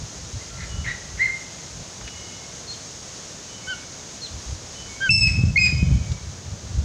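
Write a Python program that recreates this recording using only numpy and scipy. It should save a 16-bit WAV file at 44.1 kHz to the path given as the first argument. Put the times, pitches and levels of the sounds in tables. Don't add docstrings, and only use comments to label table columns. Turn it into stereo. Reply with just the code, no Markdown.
import sys
import numpy as np
from scipy import signal
from scipy.fft import rfft, irfft, next_fast_len
from scipy.io import wavfile
from scipy.ndimage import uniform_filter1d, minimum_filter1d, map_coordinates

SR = 44100
rng = np.random.default_rng(int(sys.argv[2]) if len(sys.argv) > 2 else 0)


def store_wav(level_fs):
    pcm = np.round(np.clip(np.atleast_2d(level_fs), -1, 1) * 32767)
    wavfile.write(sys.argv[1], SR, pcm.T.astype(np.int16))


N = 301644


def amp(db):
    return 10 ** (np.asarray(db) / 20)


def unit(x):
    return x / np.sqrt(np.mean(x ** 2) + 1e-20)


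def along(points, hz):
    f, v = np.transpose(points)
    return np.interp(np.log(hz + 1), np.log(f + 1), v)


def curves(rows, t):
    s, *cols = np.transpose(rows)
    return [np.interp(t, s, c) for c in cols]


def wobble(rate_hz, size):
    knots = rng.standard_normal(int(size * rate_hz / SR) + 4)
    return map_coordinates(knots, [np.arange(size) * rate_hz / SR])


def filtered(x, response):
    m = next_fast_len(N + SR // 2)
    spectrum = rfft(x, m) * response(np.fft.rfftfreq(m, 1 / SR))
    return irfft(spectrum, m)[..., :N]


def panned(db):
    return amp(np.array([[.5], [-.5]]) * db)


def add(track, s, sound):
    part = track[..., round(s * SR):][..., :sound.shape[-1]]
    part += sound[..., :part.shape[-1]]


def arch(start, middle, end, u):
    return np.polyval(np.polyfit([0, .5, 1], [start, middle, end], 2), np.clip(u, 0, 1))


def rush(spectrum, alike):
    def response(hz):
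        angle = np.arccos(np.clip(along(alike, hz), -1, 1)) / 2
        return amp(along(spectrum, hz)) * [np.cos(angle), np.sin(angle)]

    mid, side = filtered(rng.standard_normal((2, N)), response)
    return unit(np.array([mid + side, mid - side]))


# f/Hz, relative density/dB
AIR_SPECTRUM = [(15, -69), (25, -11.5), (86, 1), (183, 0), (221, -5), (322, -6), (378, -8), (421, -7),
                (648, -7.5), (703, -10), (997, -12.5), (2700, -19), (6730, -13), (10600, -42.5),
                (15500, -42)]
# f/Hz, relative density/dB
HISS_SPECTRUM = [(2500, -19), (4500, -14.5), (5600, -9.5), (6600, -4.5), (7300, -13.5), (8200, -20.5),
                 (11000, -35.5), (15000, -50)]
# f/Hz, left-right correlation
PORT_CORRELATION = [(60, 0.84), (200, 0.96), (700, 0.9), (2400, 0.76), (4400, 0.74), (8000, 0.14),
                    (15000, .1)]
AIR_DB, HISS_DB = -41.5, -39
HISS_FALL_S, HISS_FALL_LENGTH_S, HISS_FALL_DB = 5.05, .26, 3.5


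def outdoors():
    fall = np.clip((np.arange(N) / SR - HISS_FALL_S) / HISS_FALL_LENGTH_S, 0, 1)
    hiss_db = HISS_DB - HISS_FALL_DB * fall + 0.61 * wobble(15, N)
    air = amp(AIR_DB) * rush(AIR_SPECTRUM, PORT_CORRELATION)
    return air + amp(hiss_db) * rush(HISS_SPECTRUM, PORT_CORRELATION)


def buffeting(spectrum, lump_db):
    lumps = unit(amp(lump_db * np.array([wobble(28, N), wobble(28, N)])))
    return lumps * rush(spectrum, [(100, 0.032)])


# f/Hz, relative density/dB
BREEZE_SPECTRUM = [(11, -48), (18, -25), (47, -2), (70, 3.5), (118, -4.5), (178, -12), (225, -21.5),
                   (260, -21), (340, -60), (570, -120)]
# middle t/s, length/s, level/dB, L-R/dB
BREEZE_PUFFS = [(0.018, .1, -23, 6), (0.234, 0.16, -33.5, -1.5), (0.365, 0.083, -29, 11),
                (0.59, 0.39, -33, 2), (0.836, 0.29, -26.5, -8.5), (1.174, 0.44, -35.5, -1),
                (1.782, 0.15, -34.5, -13.5), (2.034, 0.13, -38, -12), (2.205, 0.13, -44, -12),
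                (4.366, 0.13, -35.5, 9), (4.511, .11, -27, 3), (4.8, 1, -43, 2)]


def breeze():
    t = np.arange(N) / SR
    strength = np.zeros((2, N))
    for s, length, db, pan_db in BREEZE_PUFFS:
        swell = np.cos(np.pi * np.clip((t - s) / length, -.5, .5))
        strength += amp(db) * panned(pan_db) * swell
    return strength * buffeting(BREEZE_SPECTRUM, lump_db=1.5)


# t/s, level/dB, L-R/dB before the width factors
STRONG_WIND_CURVE = [(5.1, -19.5, -26.5), (5.21, -18.5, -6), (5.332, -24, -19), (5.434, -17, -8),
                     (5.478, -18, -18), (5.578, -27.5, -17), (5.856, -15.5, 2), (5.948, -13, -9),
                     (6.024, -19, 8), (6.044, -34, 0.0), (6.112, -20, 12), (6.2, -43, -1.5),
                     (6.276, -28.5, -1), (6.428, -41, 10), (6.486, -31, -7.5), (6.534, -28, 16),
                     (6.572, -41.5, 3), (6.796, -21.5, 6), (6.84, -22, -1)]
# f/Hz, relative density/dB
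STRONG_WIND_SPECTRUM = [(12, -47), (20, -31.5), (63, 4), (117, 1.5), (157, -6), (209, -9.5), (238, -23),
                        (286, -25.5), (439, -50.5), (600, -39), (780, -63), (1320, -120)]
# t/s, level before attack and decay/dB, f/Hz
EDDY_THUMPS = [(5.096, -10.5, 87), (5.391, -7.5, 132), (5.437, -5.5, 143), (5.726, -8.5, 140),
               (5.808, -21, 105), (5.828, -4, 138), (5.914, -6, 115), (6.777, -9, 72.5)]


def strong_wind(wind_width=0.79, thump_width=0.69, fade_in_s=.015):
    t = np.arange(N) / SR
    db, pan_db = curves(STRONG_WIND_CURVE, t)
    fade_in = np.clip((t - STRONG_WIND_CURVE[0][0]) / fade_in_s + 1, 0, 1)
    turbulence = buffeting(STRONG_WIND_SPECTRUM, lump_db=1.5)
    out = fade_in * amp(db) * panned(wind_width * pan_db) * turbulence
    t = np.arange(SR // 10) / SR
    attack = 1 - np.exp(-t / 0.00096)
    for s, level_db, hz in EDDY_THUMPS:
        thump = amp(level_db - 60 * t / 0.048) * np.sin(2 * np.pi * hz * t) * attack
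        add(out, s, thump * panned(thump_width * pan_db[round(s * SR)]))
    return out


# t/s, level before TAP_TRIM_DB/dB, f/Hz
CAGE_TAPS = [(2.012, -20, 1090), (2.077, -16.5, 2050), (6.118, -12.5, 6300)]
TAP_TRIM_DB, TAP_T60_S, TAP_TOP_HZ = -16, 0.059, 6000


def taps():
    out, t = np.zeros((2, N)), np.arange(SR // 8) / SR
    for s, db, hz in CAGE_TAPS:
        tick = signal.lfilter(*signal.iirpeak(hz, 1.2, SR), rng.standard_normal(len(t)))
        add(out, s, amp(db + TAP_TRIM_DB - 60 * t / TAP_T60_S) * unit(tick))
    return filtered(out, lambda hz: 1 / (1 + (hz / TAP_TOP_HZ) ** 6))


# f/Hz, t60/s
CAGE_DECAY = [(300, 0.13), (2200, 0.82), (5000, 0.73), (10000, 0.7)]


def cage(x, early_db, early_t60_s, spread):
    hz, t, z = signal.stft(rng.standard_normal((2, SR * 3 // 4)), SR, nperseg=256)
    late = amp(-60 * t / along(CAGE_DECAY, hz)[:, None])
    early = amp(early_db - 60 * t / early_t60_s)
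    mid, side = signal.istft(z * (late + early) * (t > .005), SR, nperseg=256)[1]
    tail = np.array([mid + spread * side, mid - spread * side])
    return signal.fftconvolve(x, tail / np.linalg.norm(tail[0]), axes=1)[:, :N]


# t/s, first note length/s, first note f/Hz, mid-note level/dB,
# second note length/s (sounds only above MIN_SECOND_S)
FAR_WHISTLES = [(.465, 0.51, 1367, -51, 0), (.68, 0.26, 2936, -47.5, 0.1), (2.007, 0.4, 2930, -51, 0.43),
                (3.48, .15, 2994, -49, 0.29), (4.745, 0.15, 2998, -47, 0.52),
                (5.66, 0.37, 3065, -51.5, 0.48)]
MIN_SECOND_S, SECOND_AFTER_S, SECOND_RATIO, SECOND_DB = .1, .11, .738, 0.5


def far_bird(waver=0.012, fade_db=6):
    out, notes = np.zeros((2, N)), []
    for s, length, hz, db, second_length in FAR_WHISTLES:
        notes.append((s, length, hz, db))
        if second_length > MIN_SECOND_S:
            notes.append((s + SECOND_AFTER_S, second_length, hz * SECOND_RATIO, db + SECOND_DB))
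    for s, length, hz, db in notes:
        size = int(length * SR)
        phase = 2 * np.pi * np.cumsum(hz * (1 + waver * wobble(163, size))) / SR
        level = amp(db + fade_db * np.linspace(.5, -.5, size))
        add(out, s, level * np.sin(phase) * signal.windows.tukey(size, .25))
    return out + amp(-1) * cage(out, early_db=-26, early_t60_s=.2, spread=0.37)


def syrinx(pitch_hz, rough, jitter, rasp_hz):
    size = len(pitch_hz)
    phase = 2 * np.pi * np.cumsum(pitch_hz * (1 + jitter * wobble(300, size))) / SR
    pole = np.exp(-2 * np.pi * rasp_hz / SR)
    noise = rng.standard_normal((2, size))
    swing = unit(signal.lfilter([1], np.poly([pole, pole]), noise))
    return phase, rough * (swing[0] + 1j * swing[1])


def partial(multiple, phase, rasp, lead_rad):
    port_phase = multiple * phase + np.array([[.5], [-.5]]) * lead_rad
    return np.imag((1 + multiple * rasp) * np.exp(1j * port_phase))


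def call(length_s, hz, db, rough, start, end, sag, overtone_db, closing_db, lead_rad, release_s, hoarse):
    t = np.arange(int((length_s + release_s) * SR)) / SR
    slack = np.clip((t - length_s) / release_s, 0, 1)
    pitch_hz = hz * arch(start, 0.98, end, t / length_s) * (1 - sag * slack)
    phase, rasp = syrinx(pitch_hz, rough + 1.1 * sag * slack, jitter=0.0054, rasp_hz=460)
    swell_db = np.interp(t / length_s, [0, .25, .55, .85, 1.05], [-15, -3, 0, -1, closing_db])
    swell_db -= 16 * slack
    voice = partial(1, phase, rasp, lead_rad)
    for k, level_db in enumerate([overtone_db, overtone_db - 13], 2):
        voice = voice + amp(level_db) * partial(k, phase, hoarse * rasp, k * lead_rad)
    return voice * amp(db + swell_db) * signal.windows.tukey(len(t), .08)


def perched(s, sound, pan_db, echo_db):
    out = np.zeros((2, N))
    add(out, s, sound * panned(pan_db))
    return out + amp(echo_db) * cage(out, early_db=9.0, early_t60_s=0.26, spread=0.26)


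# t/s, length before release/s, start f/Hz, reference f/Hz (2 % above mid-call),
# end f/Hz, level/dB
THIN_PEEPS = [(2.669, .062, 4480, 4295, 4410, -30), (4.21, .05, 4410, 4300, 4090, -28)]


def peeps():
    out = np.zeros((2, N))
    for s, length, start_hz, hz, end_hz, db in THIN_PEEPS:
        peep = call(length, hz, db, rough=.11, start=start_hz / hz, end=end_hz / hz, sag=0.4,
                    overtone_db=-22, closing_db=-2, lead_rad=-1.15, release_s=0.022, hoarse=1)
        out += perched(s, peep, pan_db=2, echo_db=-6)
    return out


# t/s, length before release/s, reference f/Hz (2 % above mid-call), level/dB,
# octave re fundamental/dB, echo/dB
CHIRPS = [(3.668, 0.066, 1570, -25.5, -5, -9), (5.003, 0.074, 1629, -18, -11.5, -34)]


def soft_chirps():
    out = np.zeros((2, N))
    for s, length, hz, db, overtone_db, echo_db in CHIRPS:
        chirp = call(length, hz, db, rough=0.026, start=0.93, end=0.92, sag=0.044,
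                     overtone_db=overtone_db, closing_db=-3, lead_rad=0.19, release_s=0.02, hoarse=0.82)
        out += perched(s, chirp, pan_db=1.0, echo_db=echo_db)
    return out


# t/s, length before release/s, reference f/Hz (2 % above mid-call), level/dB,
# roughness (ratio), opening rasp level/dB
HOARSE_YELPS = [(0.385, 0.053, 2120, -46.5, .3, -60), (.585, .07, 2066, -44, 1, -46),
                (.86, .06, 1989, -24.5, 0.17, -34), (1.191, 0.07, 2154, -14.5, 0.04, -37.5)]
CATCH_LEAD_S, CATCH_HZ = .02, 2123


def yelps():
    out = np.zeros((2, N))
    for s, length, hz, db, rough, catch_db in HOARSE_YELPS:
        catch = call(CATCH_LEAD_S * 1.5, CATCH_HZ, catch_db, rough=0.6, start=1.01, end=0.89, sag=0.07,
                     overtone_db=-25, closing_db=-17, lead_rad=.3, release_s=.025, hoarse=1)
        overtone_db = np.interp(rough, [.05, .2], [-24, -16])
        yelp = call(length, hz, db, rough, start=.835, end=0.93, sag=.36, overtone_db=overtone_db,
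                    closing_db=-17.5, lead_rad=.15, release_s=.04, hoarse=1.5)
        out += perched(s - CATCH_LEAD_S, catch, pan_db=9.0, echo_db=5)
        out += perched(s, yelp, pan_db=8.5, echo_db=-2.0)
    return out


# t/s, time before the held pitch/s (a short low note, only about 2 ms in the first), held
# length/s, # start f/Hz, middle f/Hz, end f/Hz, fundamental before trim/dB, its dip before the hollow curve/dB,
# # octave before trim/dB, overtone growth over the call/dB, third harmonic re octave/dB, # fundamental L-R/dB
NEAR_SCREAMS = [(5.092, 0.0021, .18, 2655, 2629, 2577, -9, 25, -14, -9.5, -16, 0.5),
                (5.558, .021, .086, 2483, 2517, 2485, -14.5, 7.5, -22, 7.5, -11.5, 0)]
FUNDAMENTAL_TRIM_DB, OVERTONE_TRIM_DB = 5.5, 1.5
ATTACK_S, OCTAVE_LAG_S = 0.0036, 0.0085
LOW_NOTE_HZ, LOW_RISE_HZ_PER_S, LOW_NOTE_DB, LOW_OCTAVE_DB = 2115, 3050, -1.5, 4.5
COLLAPSE_S, COLLAPSE_DROP, COLLAPSE_DB, OVERTONE_LOSS_DB = 0.041, .46, 43.5, 4
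FRAY_S = 0.037


def screams(half_db=-23, fourth_db=-33, lead_rad=1.58, rough=0.013, fray=0.051, broken=.8):
    out = np.zeros((2, N))
    for (s, low_s, length, start_hz, middle_hz, end_hz, db, dip_db, octave_db, growth_db,
         third_db, pan_db) in NEAR_SCREAMS:
        t = np.arange(int((low_s + length + COLLAPSE_S) * SR)) / SR
        since_held = t - low_s
        u = np.clip(since_held / length, 0, 1)
        low = np.clip(-since_held / 0.0024, 0, 1)
        slack = np.clip((since_held - length) / COLLAPSE_S, 0, 1)
        strain = np.clip((since_held - length) / FRAY_S + 1, 0, 1)

        low_hz = LOW_NOTE_HZ + LOW_RISE_HZ_PER_S * t
        held_hz = arch(start_hz, middle_hz, end_hz, u)
        pitch_hz = (low * low_hz + (1 - low) * held_hz) * (1 - COLLAPSE_DROP * slack)
        roughness = rough + fray * strain + broken * slack
        phase, rasp = syrinx(pitch_hz, roughness, jitter=0.0039, rasp_hz=494)

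        hollow_db = dip_db * np.interp(u, [.09, .23, .58, .88], [0.065, 0.47, 0.78, 0.38])
        attack = np.clip(t / ATTACK_S, 0, 1)
        fundamental = amp(db + FUNDAMENTAL_TRIM_DB - hollow_db) * attack * partial(1, phase, rasp, -0.62)

        multiples = [1.5, 2, 2.5, 3, 4, 5]
        levels_db = [half_db - 9.5, 0, half_db, third_db, fourth_db, fourth_db - 19]
        upper = sum(amp(level_db) * partial(k, phase, rasp, lead_rad)
                    for k, level_db in zip(multiples, levels_db))
        since_start = np.where(t < low_s, t, since_held)
        late_attack = np.clip((since_start - OCTAVE_LAG_S) / ATTACK_S, 0, 1)
        bright_db = octave_db + growth_db * (u - .5) + LOW_OCTAVE_DB * low - OVERTONE_LOSS_DB * slack
        overtones = amp(bright_db + OVERTONE_TRIM_DB) * late_attack * upper

        voice = fundamental * panned(pan_db) + overtones * panned(1.3)
        add(out, s, voice * amp(LOW_NOTE_DB * low - COLLAPSE_DB * slack ** 0.72))
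    return out + amp(-4.0) * cage(out, early_db=8.5, early_t60_s=0.43, spread=0.35)


def scene():
    background = outdoors() + breeze() + strong_wind() + taps() + far_bird()
    return background + peeps() + soft_chirps() + yelps() + screams()


TOP_HZ = 15750


def record(dry, limit_db=-13, hold_s=0.027, low_cut_hz=33):
    heard = filtered(dry, lambda hz: 1 - 1 / (1 + (hz / 500) ** 4))
    power = uniform_filter1d(np.mean(heard ** 2, axis=0), SR // 200)
    level = np.sqrt(np.abs(power) + 1e-12)
    size = max(int(hold_s * SR), 3)
    gain = np.minimum(1, amp(limit_db) / level)
    held = minimum_filter1d(gain, size, origin=(size - 1) // 2)
    smooth = uniform_filter1d(held, SR // 200)
    return filtered(dry * smooth, lambda hz: (hz < TOP_HZ) * hz ** 2 / np.hypot(hz ** 2, low_cut_hz ** 2))


dry = scene()
out = record(dry)
store_wav(out)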